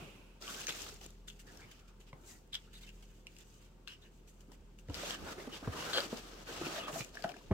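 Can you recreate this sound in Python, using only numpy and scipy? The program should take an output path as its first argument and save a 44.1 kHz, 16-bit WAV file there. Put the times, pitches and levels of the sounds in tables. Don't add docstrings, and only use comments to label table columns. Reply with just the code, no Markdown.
import sys
import numpy as np
from scipy import signal
from scipy.fft import rfft, irfft, next_fast_len
from scipy.io import wavfile
from scipy.ndimage import uniform_filter1d, map_coordinates

SR = 44100
rng = np.random.default_rng(int(sys.argv[2]) if len(sys.argv) > 2 else 0)


def amplitude_ratio(level_db):
    exponent = np.asarray(level_db, float) / 20
    return 10 ** exponent


def log_audio(samples):
    frames = np.atleast_2d(samples).T
    limited = np.clip(frames, -1, 1)
    pcm = np.round(limited * 32767).astype(np.int16)
    wavfile.write(sys.argv[1], SR, pcm)


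N = 332065
T = np.arange(N) / SR


def unit(x):
    return x / np.sqrt(np.mean(x ** 2) + 1e-20)


def along(points, hz):
    f, v = np.transpose(points)
    return np.interp(np.log(hz + 1), np.log(f + 1), v)


def wobble(rate):
    return map_coordinates(rng.standard_normal(int(N * rate / SR) + 4), [T * rate])


def filtered(x, response):
    m = next_fast_len(N + SR // 2)
    return irfft(rfft(x, m) * response(np.fft.rfftfreq(m, 1 / SR)), m)[..., :N]


def coloured(spectrum):
    return lambda hz: amplitude_ratio(along(spectrum, hz))


def resonant(modes):
    def response(f):
        total = 0
        for k, (centre, width, db) in enumerate(modes):
            damping = 1j * f * width
            total = total + (-1) ** k * amplitude_ratio(db) * damping / (centre * centre - f * f + damping)
        return total
    return response


# f/Hz, left-right coherence [0 to 1]
COHERENCE = [(60, 0.8), (250, 0.87), (600, 0.37), (1500, 0.052), (4000, 0.089), (10000, 0)]


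def stereo(pair, response):
    def turn(hz):
        return np.arccos(np.clip(along(COHERENCE, hz), -1, 1)) / 2
    mid, side = filtered(pair, lambda hz: response(hz) * [np.cos(turn(hz)), np.sin(turn(hz))])
    return unit(np.array([mid + side, mid - side]))


def rubbing(bed, response, per_second, centre_hz, cycles, grit):
    at = np.flatnonzero(rng.random(N) < per_second / SR * amplitude_ratio(4 * wobble(25)))
    draw = rng.standard_normal((len(at), 3))
    hz = np.clip(centre_hz * np.exp(0.404 * draw[:, :1]), centre_hz / 2, SR / 3)
    k = np.arange(int(1.9 * cycles * SR / centre_hz))
    turns = hz * k / SR
    ring = amplitude_ratio(8.5 * np.clip(draw[:, 1:2], -2, 2) - 40 * turns / cycles) * np.sin(2 * np.pi * turns)
    where = (at[:, None] + k).ravel()
    slips = []
    for gain in (np.ones(len(at)), np.tanh(draw[:, 2])):
        lane = np.bincount(where, (ring * gain[:, None]).ravel(), N + len(k))[:N]
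        slips.append(unit(lane))
    return stereo(bed + grit * np.array(slips), response)


def patchy(depth_db):
    z = signal.stft(rng.standard_normal((2, N)), nperseg=512)[2]
    field = uniform_filter1d(rng.standard_normal(z.shape[1:]), size=2, axis=0)
    field = uniform_filter1d(field, size=5, axis=1)
    return unit(signal.istft(z * amplitude_ratio(depth_db * unit(field)), nperseg=512)[1][:, :N])


def strokes(rows, rise, fall, settle_db, settle_fall):
    s, hold, db = np.array(rows)[:, :3, None].transpose(1, 0, 2)
    t = T[::64]
    after = np.maximum(t - s - abs(hold), 0)
    return db - rise * np.maximum(s - t, 0) + np.maximum(-fall * after, settle_db - settle_fall * after)


def loudest(levels_db):
    return np.interp(T, T[::64], np.max(levels_db, axis=0))


def sides(pan_db):
    return amplitude_ratio(np.array([pan_db, -pan_db]) / 2)


def add(track, s, sound, pan_db=0):
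    at = round(s * SR)
    for lane, late, gain in zip(track, (4, 0), sides(pan_db)):
        lane[at + late:][:len(sound)] += gain * sound


def knocks(rows, lift_db, puff_db, cycles):
    out, t = np.zeros((2, N + SR)), np.arange(SR // 8) / SR
    for s, db, hz, t60 in rows:
        band = signal.butter(2, [1.2 * hz / SR, 5 * hz / SR], 'band')
        puff = unit(signal.lfilter(*band, rng.standard_normal(len(t))))
        tone = np.sin(2 * np.pi * hz * t) + amplitude_ratio(puff_db) * puff
        onset = 1 - np.exp(-t * hz / cycles)
        add(out, s, amplitude_ratio(db + lift_db - 60 * t / max(t60, .005)) * onset * tone)
    return out[:, :N]


# multiple of the shaft rate, level/dB rms
MOTOR_ORDERS = [(1, -63), (4, -76), (5, -76.5), (10, -84.5)]
# f/Hz, level/dB rms
MAINS_LINES = [(120, -75.5), (360, -80.5), (513, -82.5), (900, -86.5)]
# f/Hz, level/dB per Hz
AIR_SPECTRUM = [(13, -65), (22, 12), (49, -5), (87, -2.5), (407, -9.5), (766, -25), (903, -27), (1400, -31),
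                (2720, -22.5), (3880, -28), (8390, -31.5), (9370, -45), (15800, -37)]


def appliance():
    shaft_hz = 40.9 * (1 + 0.0023 * wobble(1.895))
    turns = np.cumsum(shaft_hz) / SR
    motor = sum(amplitude_ratio(db + 4.5) * np.sin(2 * np.pi * (k * turns + rng.random())) for k, db in MOTOR_ORDERS)
    mains = sum(amplitude_ratio(db + 3.5) * np.sin(2 * np.pi * (hz * T + rng.random())) for hz, db in MAINS_LINES)
    air = amplitude_ratio(-64) * stereo(rng.standard_normal((2, N)), coloured(AIR_SPECTRUM))
    return amplitude_ratio(2.2 * wobble(3.0)) * motor + amplitude_ratio(1.4 * wobble(1.84)) * mains + air


# t/s, hold/s, level/dB
SLEEVE_BRUSHES = [
    (0, 0.024, -52.5),
    (1.47, 0.22, -60.5),
    (2.15, 0.2, -62.5),
    (4.5, 0.05, -63.5),
    (5.22, 0.087, -54.5),
    (7.51, .03, -63),
]
# f/Hz, level/dB per Hz
SLEEVE_SPECTRUM = [(150, 5), (350, 5), (700, -2), (1500, -5), (2500, -25.5)]


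def sleeve(smooth):
    brush = strokes(SLEEVE_BRUSHES, rise=205, fall=118, settle_db=-3.5, settle_fall=31)
    level_db = np.maximum(loudest(brush), -69)
    return amplitude_ratio(level_db) * stereo(np.flip(smooth, 1), coloured(SLEEVE_SPECTRUM))


# t/s, hold/s, level/dB
FOREARM_JOLTS = [
    (.86, 0.067, -56),
    (4.6, 0.041, -64.5),
    (4.9, 0.045, -52.5),
    (5.21, 0.019, -51.5),
    (5.69, 0.025, -52.5),
    (6.52, 0.24, -61.5),
    (7.51, .03, -54),
]
# f/Hz, width/Hz, level/dB
TABLE_MODES = [(68.3, 27, -0.5), (83.3, 26, 0.5)]


def table():
    jolt = strokes(FOREARM_JOLTS, rise=252, fall=148, settle_db=-13, settle_fall=13)
    level_db = np.maximum(loudest(jolt), -74)
    modes = resonant(TABLE_MODES)
    return amplitude_ratio(level_db) * stereo(rng.standard_normal((2, N)), lambda hz: modes(hz) ** 2)


# f/Hz, width/Hz, level/dB
FADING_MODES = [(2600, 520, 0)]


def fading_band(rough, settle_db):
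    return amplitude_ratio(settle_db) * stereo(rough, resonant(FADING_MODES))


# t/s, level/dB peak, f/Hz, t60/s
BOX_BUMPS = [(.02, -47.5, 150, 0.096), (1.06, -48, 330, 0.028), (2.131, -44, 150, 0.045),
             (4.887, -38.5, 101, 0.086), (4.897, -42.5, 282, 0.11), (5.473, -37.5, 255, 0.057),
             (5.625, -45, 280, 0.077), (5.675, -24, 111, 0.048), (5.675, -34, 143, 0.043),
             (5.982, -25.5, 1460, 0.018), (6.06, -34.5, 308, 0.022), (6.128, -30, 241, 0.038),
             (6.49, -50, 373, 0.11), (6.612, -36, 333, 0.073), (6.666, -35, 342, 0.052),
             (6.63, -46.5, 151, 0.15), (6.93, -44, 150, 0.15), (7.005, -39, 134, 0.097),
             (7.246, -39, 189, 0.072), (7.5068, -31, 240, 0.03), (7.51, -29, 185, 0.15),
             (7.5105, -29, 287, 0.085), (7.514, -24, 75, 0.099), (7.5185, -23.5, 160, .05),
             (7.512, -37, 396, 0.064)]


def bumps():
    return knocks(BOX_BUMPS, lift_db=3.5, puff_db=-7.0, cycles=0.41)


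# t/s, hold/s, effort level/dB
HAND_DIGS = [
    (.414, 0.083, -53.5),
    (.49, 0.16, -49.5),
    (.688, 0.012, -43),
    (.73, 0.12, -50.5),
    (.865, 0.03, -50.5),
    (1.012, 0.044, -57.5),
    (1.47, 0.14, -64),
]


def digging():
    return strokes(HAND_DIGS, rise=1801.5, fall=500, settle_db=-4, settle_fall=118)


# f/Hz, width/Hz, level/dB
FOAM_MODES = [(1600, 950, -12.5), (2750, 710, -3), (3570, 720, -1.5), (4290, 1060, -3), (5690, 1730, -9)]


def foam(level_db, jerk, rough):
    modes = resonant(FOAM_MODES)
    rub = amplitude_ratio(level_db + jerk) * rubbing(rough, modes, 700, 2955, cycles=24, grit=0.22)
    bursts = amplitude_ratio(level_db - 12) * rubbing(0, modes, 260, 3440, cycles=1.8, grit=1)
    return rub + bursts


# f/Hz, level/dB per Hz
SKIN_SPECTRUM = [(2500, -40), (5000, -8.5), (6800, -6), (8400, -9.5), (9300, -18.5), (12000, -15),
                 (15500, -18)]


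def skin(level_db, jerk, smooth):
    flutter = 1.2 * jerk + 0.94 * wobble(90)
    rub = rubbing(smooth, coloured(SKIN_SPECTRUM), 1000, 7300, cycles=4.6, grit=0.36)
    return amplitude_ratio(level_db + flutter) * rub


# f/Hz, width/Hz, level/dB
CARD_MODES = [(546, 475, -0.5), (1250, 123, 3.5), (1500, 370, -2.5)]


def card(level_db, jerk, rough):
    rub = rubbing(np.flip(rough, 1), resonant(CARD_MODES), 200, 1060, cycles=4.4, grit=0.093)
    return amplitude_ratio(level_db + jerk) * rub


# f/Hz, width/Hz, level/dB
BOX_MODES = [(150, 59, -0.5), (280, 140, 2.5), (415, 234, 1)]


def box(level_db, smooth):
    return amplitude_ratio(level_db) * stereo(smooth, resonant(BOX_MODES))


# t/s, level/dB peak, f/Hz, left-right level/dB
FOAM_SLIPS = [(0.4233, -47.5, 5140, 11), (0.546, -44, 3040, 9), (0.479, -39.5, 2910, 3),
              (0.608, -56, 11000, 5), (0.617, -49, 3600, 1), (0.669, -39, 1780, -3),
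              (0.669, -33, 5960, 3), (0.6816, -36.5, 2470, 3), (0.6826, -42, 5000, 2),
              (0.692, -34, 3470, 4), (0.695, -38.5, 2000, 1), (0.707, -37.5, 3450, 1),
              (0.724, -42, 2500, 5), (0.804, -47, 3300, 6), (0.819, -44.5, 7140, 12),
              (0.8879, -59, 2570, -1.5), (0.889, -50, 6000, 7), (0.9426, -60, 8900, 3),
              (1.014, -56, 3000, 16), (1.0624, -46, 7000, 2), (1.1057, -71, 11000, 0),
              (1.2835, -50, 2880, 5), (1.3, -48, 3300, 5), (1.306, -52, 2920, 3), (1.573, -54, 5500, 5),
              (1.394, -63, 3050, 5), (1.716, -60, 2470, -14), (2.475, -79, 9000, 1),
              (2.5412, -43, 3520, 12), (2.545, -38.5, 3330, -14), (2.5516, -33.5, 3550, 5),
              (2.555, -34.5, 3270, 1), (2.74, -54, 3840, -2), (2.891, -52, 2660, 8),
              (3.269, -40.5, 2750, -2), (3.366, -53, 2700, 1), (3.386, -53, 7640, 1),
              (3.875, -46, 2800, 12), (3.881, -45, 4150, 7), (4.4072, -63, 2970, 12),
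              (4.5185, -62, 5400, 8), (4.788, -57.5, 2760, 9),
              (4.8853, -55, 1900, 0), (4.898, -50, 2860, 6), (4.9434, -39.5, 4800, 6),
                (4.95, -41, 2830, 3.5), (4.997, -49, 1840, -2), (5.061, -39, 3130, 2),
                (5.107, -34.5, 3260, 2), (5.9325, -34, 1530, -2), (5.94, -36, 3270, 3),
                (5.9328, -36, 3700, 10), (6.004, -37, 4600, 13), (5.974, -27.5, 3170, 6.5),
                (5.981, -32, 3100, 6), (6.172, -50.5, 4800, 16), (6.929, -49, 2920, 13),
                (6.9917, -44, 7000, 5), (7.008, -39, 2460, -13), (7.0465, -51.5, 6760, 15),
                (7.154, -54, 5500, 12), (7.193, -57, 3030, 3), (7.205, -57, 2220, -2),
                (7.223, -47, 4600, 13.5), (7.24, -49, 1610, 19), (7.28, -54, 3000, 2),
                (7.297, -50, 2500, 0), (7.292, -50.5, 2930, 16), (7.3183, -50, 2430, 10),
                (7.367, -59, 2550, 19)]


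def ticks():
    ring, crack, spit = np.zeros((3, 2, N + SR))
    t = np.arange(SR // 50) / SR
    ring_s, crack_s = .007, .009
    onset = 1 - np.exp(-t / 0.00047)
    for s, db, hz, pan_db in FOAM_SLIPS:
        noise = rng.standard_normal((2, len(t)))
        spit_db = -36.5 + 0.59 * (db + 38.0) + 7.5 * np.log2(hz / 3000)
        add(ring, s, amplitude_ratio(db + 11.5 - 60 * t / ring_s) * onset * np.sin(2 * np.pi * hz * t), pan_db)
        add(crack, s, amplitude_ratio(db + 13.5 - 60 * t / crack_s) * noise[0], pan_db)
        add(spit, s, amplitude_ratio(spit_db - 60 * t / crack_s) * noise[1], pan_db)
    cracks = filtered(crack[:, :N], resonant(FOAM_MODES))
    return ring[:, :N] + cracks + filtered(spit[:, :N], coloured(SKIN_SPECTRUM))


# t/s, level/dB peak, f/Hz
CARD_TAPS = [(0.425, -40, 1350), (0.684, -46, 890), (0.697, -42, 1280), (0.865, -39, 1250),
             (0.924, -41.5, 420), (1.012, -47, 790), (1.283, -45, 1700), (2.129, -38.5, 1050),
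             (2.13, -41.5, 2060), (2.1305, -46, 538), (3.876, -38, 1600), (4.517, -50, 910),
             (4.886, -39, 472), (4.8975, -36.5, 496), (5.032, -29, 570), (5.474, -36.5, 438),
             (5.624, -41, 465), (5.674, -31.5, 1100), (5.974, -23.5, 492), (5.982, -22.5, 569),
             (6.126, -38, 636), (6.487, -38, 520), (6.612, -39, 690), (6.783, -28.5, 664),
             (6.881, -26, 1150), (6.958, -28.5, 685), (7.152, -41, 1600), (7.171, -29, 1690),
             (7.243, -19.5, 687), (7.244, -26, 1500), (7.293, -32.5, 717), (7.341, -38, 1650),
             (7.363, -40.5, 707), (7.511, -25, 540), (7.512, -42, 845), (7.516, -27, 554),
             (7.524, -26, 503),
             (7.154, -42.5, 690), (7.188, -44, 1600), (7.194, -40.5, 694), (7.2385, -43, 1350),
                 (7.248, -31, 750), (7.257, -39, 687), (7.257, -49, 1530), (7.263, -42, 507),
                 (7.279, -36, 710), (7.305, -49, 704), (7.35, -46, 402), (7.41, -49.5, 1000)]


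def taps():
    rows = []
    for s, db, hz in CARD_TAPS:
        t60 = 0.021 * (1000 / hz) ** 0.78
        rows.append((s, db, hz, t60))
    return knocks(rows, lift_db=-1.0, puff_db=-12, cycles=1.0)


# t/s, length/s, level/dB, f/Hz
FRICTION_STREAKS = [(0.425, 0.045, -64, 1470), (.477, 0.037, -56, 1470), (0.681, 0.018, -54, 1510),
                    (0.485, 0.022, -56, 3500), (.533, 0.029, -64, 6940), (.533, .024, -68, 5800),
                    (0.557, 0.071, -60, 1540), (.604, .016, -60, 6700), (0.683, 0.028, -52, 2580),
                    (0.686, 0.023, -56, 3440), (0.672, 0.028, -49, 6540), (3.875, 0.064, -71, 1600),
                    (3.876, .025, -57.5, 2750), (4.018, .025, -68.5, 3700), (4.052, 0.028, -77, 1720),
                    (4.045, .03, -72, 2870), (4.994, 0.027, -61, 1870), (5.11, 0.055, -56, 1680),
                    (5.133, 0.019, -51.5, 3050), (5.167, 0.041, -72, 1400), (5.244, .045, -65, 1500),
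                    (5.259, 0.053, -58.5, 905), (5.375, 0.029, -52.5, 394), (5.378, 0.043, -61.5, 1960),
                    (5.437, .02, -68, 1750), (5.53, 0.027, -64, 2350), (5.63, 0.038, -61.5, 1500),
                    (5.75, 0.049, -55.5, 1050), (5.77, .09, -56, 2900), (5.86, 0.07, -53.5, 1440),
                    (5.945, 0.096, -53, 557), (5.993, 0.042, -52, 1350), (6.485, 0.023, -56, 1520),
                    (6.489, 0.027, -57, 475), (6.544, 0.024, -59, 1250), (6.559, 0.029, -58, 2900),
                    (6.62, 0.026, -56, 1290), (6.645, .024, -54, 1350), (6.646, .03, -51.5, 2600),
                    (6.657, 0.029, -61, 4870), (6.692, 0.05, -61.5, 1200), (6.737, 0.049, -52, 645),
                    (6.754, 0.042, -56, 1830), (6.75, .05, -57, 3600), (6.781, 0.045, -54, 2880),
                    (6.813, 0.078, -60, 2630), (6.82, .06, -56, 3300), (6.897, 0.014, -48.5, 686),
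                    (6.94, 0.051, -54, 690), (7.002, .028, -53.5, 2420),
                    (1.281, .01, -54.5, 3540), (1.28, .01, -57, 6840), (1.279, 0.0097, -62.5, 1680),
                (1.464, 0.047, -67.5, 1750), (1.589, 0.037, -67, 1600), (1.61, .045, -65, 2190),
                (1.76, 0.21, -79, 1320), (2.528, .012, -48, 3520), (2.67, .035, -76, 1390),
                (2.736, .045, -64, 3770), (2.83, .02, -70, 2230), (2.829, .015, -62, 3800),
                (2.872, .03, -62.5, 2700)]


def streaks():
    out = np.zeros((2, N + SR))
    for s, length, db, hz in FRICTION_STREAKS:
        u = np.arange(round(length * SR)) / (length * SR)
        width_hz = 260 * (hz / 1000) ** 0.39
        peak = signal.iirpeak(hz, hz / width_hz, SR)
        once = signal.lfilter(*peak, rng.standard_normal(SR // 4))
        band = signal.lfilter(*peak, once)[-len(u):]
        swell = np.sqrt(np.minimum(4 * np.minimum(u, 1 - u), 1))
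        add(out, s, amplitude_ratio(db + 4.0) * swell * unit(band))
    return out[:, :N]


# t/s, length/s, level/dB, f/Hz
PITCHED_SQUEAKS = [(0.471, 0.044, -59.5, 1120), (2.282, 0.11, -72.5, 1944), (3.886, 0.075, -61, 2900),
                   (4.025, 0.067, -81, 1734), (5.26, 0.066, -59.5, 1402), (5.517, 0.062, -57, 3150),
                   (5.53, .045, -65, 3600), (5.926, 0.055, -50.5, 1500), (5.929, 0.086, -47, 3210),
                   (5.93, 0.08, -44.5, 4270), (6.82, 0.092, -59.5, 1250), (6.989, 0.033, -59, 2400)]


def squeaks():
    out = np.zeros((2, N + SR))
    for s, length, db, hz in PITCHED_SQUEAKS:
        u = np.arange(round(length * SR)) / (length * SR)
        drift, grip = uniform_filter1d(rng.standard_normal((2, SR // 4)), size=60, axis=1)[:, :len(u)]
        tone = np.sin(2 * np.pi * np.cumsum(hz * (1 + 0.487 * drift)) / SR)
        shape = np.minimum(8 * u, 1) * np.sqrt(1 - u)
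        add(out, s, amplitude_ratio(db + 9 + 17 * grip) * shape * tone)
    return out[:, :N]


# t/s, hold/s, squeak level/dB, skin over squeak/dB
PEANUT_CATCHES = [(1.278, 0.009, -56.5, 0.5), (1.395, 0.0082, -59.5, 0), (1.714, 0.0058, -57.5, -3.5),
                  (1.792, 0.0091, -63.5, -6), (1.88, 0.0087, -64, -6), (2.003, 0.0076, -63.5, -3),
                  (2.068, 0.025, -66, -8), (2.238, 0.091, -67, 0), (2.53, 0.012, -51.5, -7),
                  (2.542, 0.013, -53, -4), (2.733, 0.059, -61.5, -1.5), (2.812, 0.026, -59, -0.5),
                  (2.866, 0.032, -62.5, -4), (3.008, .006, -68.5, 0), (3.026, 0.007, -62.5, -1),
                  (3.263, 0.0064, -68, -6), (3.39, 0.032, -63.5, -1.5), (3.875, 0.062, -58.5, -8.5),
                  (4.018, 0.055, -69.5, -2.5), (4.277, 0.014, -67, 6), (4.407, .008, -72, 6.5),
                  (4.518, 0.018, -66.5, -0.5), (4.788, 0.0047, -69, 2.5)]
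# t/s, hold/s, squeak level/dB, skin over squeak/dB
FINGER_RUBS = [
    (1.633, 0.13, -65, -5),
    (2.288, 0.029, -62, 7.5),
    (2.93, 0.27, -73, 1),
    (3.316, 0.12, -70, 1),
    (3.467, 0.11, -73.5, 3.5),
    (3.625, 0.029, -67, -3),
    (4.138, 0.049, -78, 4),
    (6.942, 0.06, -63.5, 14.5),
]


def fingering():
    catches = strokes(PEANUT_CATCHES, rise=2500, fall=412, settle_db=-12, settle_fall=52)
    rubs = strokes(FINGER_RUBS, rise=259, fall=200, settle_db=-20, settle_fall=100)
    held = np.r_[catches, rubs]
    skin_over = np.array(PEANUT_CATCHES + FINGER_RUBS)[:, 3:]
    return loudest(held), loudest(held + skin_over)


# f/Hz, width/Hz, level/dB
PEANUT_MODES = [(1550, 1000, -5), (2910, 510, 3.5), (3660, 710, -3), (5280, 710, -0.5)]


def held_peanut(level_db, jerk, smooth):
    return amplitude_ratio(level_db + jerk) * stereo(smooth, resonant(PEANUT_MODES))


# t/s, hold/s, effort level/dB, card pressure over effort/dB
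CARTON_DRAGS = [(4.906, 0.0059, -61, -2.5), (4.953, .04, -49, 0), (4.998, 0.15, -46.5, 0.5),
                (5.17, 0.1, -59, 6), (5.265, 0.065, -54, 6.5), (5.337, 0.026, -58.5, 5),
                (5.378, 0.095, -58, 7.5), (5.497, 0.022, -59.5, 7), (5.53, 0.043, -51.5, -1.5),
                (5.585, 0.035, -59.5, 1), (5.635, 0.22, -60.5, 9.5), (5.731, .03, -53.5, 9.5),
                (5.766, 0.15, -47.5, 5), (5.926, 0.023, -46.5, 2), (5.963, 0.026, -42.5, 7),
                (6.007, 0.043, -45.5, 1.5), (6.108, 0.091, -52, 2), (6.222, 0.21, -59, 2.5),
                (6.483, 0.15, -51, 3.5), (6.615, 0.072, -47.5, 2.5), (6.7, 0.042, -48, 3.5),
                (6.732, 0.062, -48, 1), (6.796, 0.054, -55, 8), (6.882, 0.016, -53, 10),
                (6.94, 0.029, -53, 9), (6.99, 0.025, -49, 1), (7.145, 0.058, -58.5, -0.5),
                (7.247, 0.0055, -55, 4.5), (7.281, 0.034, -62.5, 8.5), (7.344, 0.048, -62.5, 1.5),
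                (7.413, 0.14, -68, -1)]


def dragging():
    drag = strokes(CARTON_DRAGS, rise=404, fall=450, settle_db=-7.5, settle_fall=107)
    return drag, drag + np.array(CARTON_DRAGS)[:, 3:]


# t/s, left-right level/dB
HAND_PLACE = [
    (0, -4),
    (.75, -1.5),
    (4.7, -2.5),
    (6.35, 0.5),
    (7, -2),
    (7.5, 0.5),
]


def rustle():
    dig = digging()
    drag, press = dragging()
    squeak_db, finger_db = fingering()
    settle_db = -55.5 - 48 * T
    finger_db = np.maximum(finger_db, settle_db - 11)
    foam_db = loudest(np.r_[dig - 1.5, drag - 1])
    skin_db = np.maximum(loudest(np.r_[dig - 1.5, drag - 5.5]), finger_db)
    card_db = loudest(np.r_[dig - 5, press - 2.5])
    shaken = -54.5 + .5 * (press + 50) - 120 * (press < -75)
    box_db = loudest(np.r_[dig - 8, shaken])

    jerk = 0.84 * wobble(40) + 0.75 * wobble(110)
    rough, smooth = patchy(depth_db=1.5), patchy(depth_db=2.5)
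    hand = foam(foam_db, jerk, rough) + skin(skin_db, jerk, smooth) + card(card_db, jerk, rough)
    hand += held_peanut(squeak_db, jerk, smooth) + fading_band(rough, settle_db)
    pan_db = np.interp(T, *np.transpose(HAND_PLACE))
    return hand * sides(pan_db) + box(box_db, smooth) + table() + sleeve(smooth)


# f/Hz, t60/s
ROOM_DECAY = [(100, 0.14), (1000, 0.2), (10000, 0.031)]


def room(x):
    hz, t, z = signal.stft(rng.standard_normal((2, SR // 2)), SR, nperseg=256)
    decay = amplitude_ratio(-60 * t / along(ROOM_DECAY, hz)[:, None])
    tail = signal.istft(z * decay, SR, nperseg=256)[1]
    late = np.pad(x, ((0, 0), (150, 0)))
    return signal.fftconvolve(late, tail / np.linalg.norm(tail[0]), axes=1)[:, :N]


def scene():
    bed = appliance() + rustle()
    bump = bumps()
    bright = ticks() + streaks() + squeaks()
    tap = taps()
    echo = room(amplitude_ratio(-11) * bright + amplitude_ratio(-10.5) * tap + amplitude_ratio(-13.5) * bump)
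    return bed + bright + tap + bump + echo


def band_limit(x):
    return signal.sosfilt(signal.butter(12, 15840, fs=SR, output="sos"), x)


# f/Hz, left-right level/dB
CAPSULE_TILT = [(60, 0), (150, 0.5), (380, -1), (950, 1.5), (2380, -0.5), (5980, 3.5), (15000, 4.5)]


def record(dry):
    def capsules(hz):
        bass_cut = np.clip(hz / 36, 0, 1) ** 4
        return sides(along(CAPSULE_TILT, hz)) * (hz < 15840) * bass_cut
    fade = np.clip((N / SR - T) / .0015, 0, 1)
    return band_limit(filtered(dry * fade, capsules))


dry = scene()
out = record(dry)
log_audio(out)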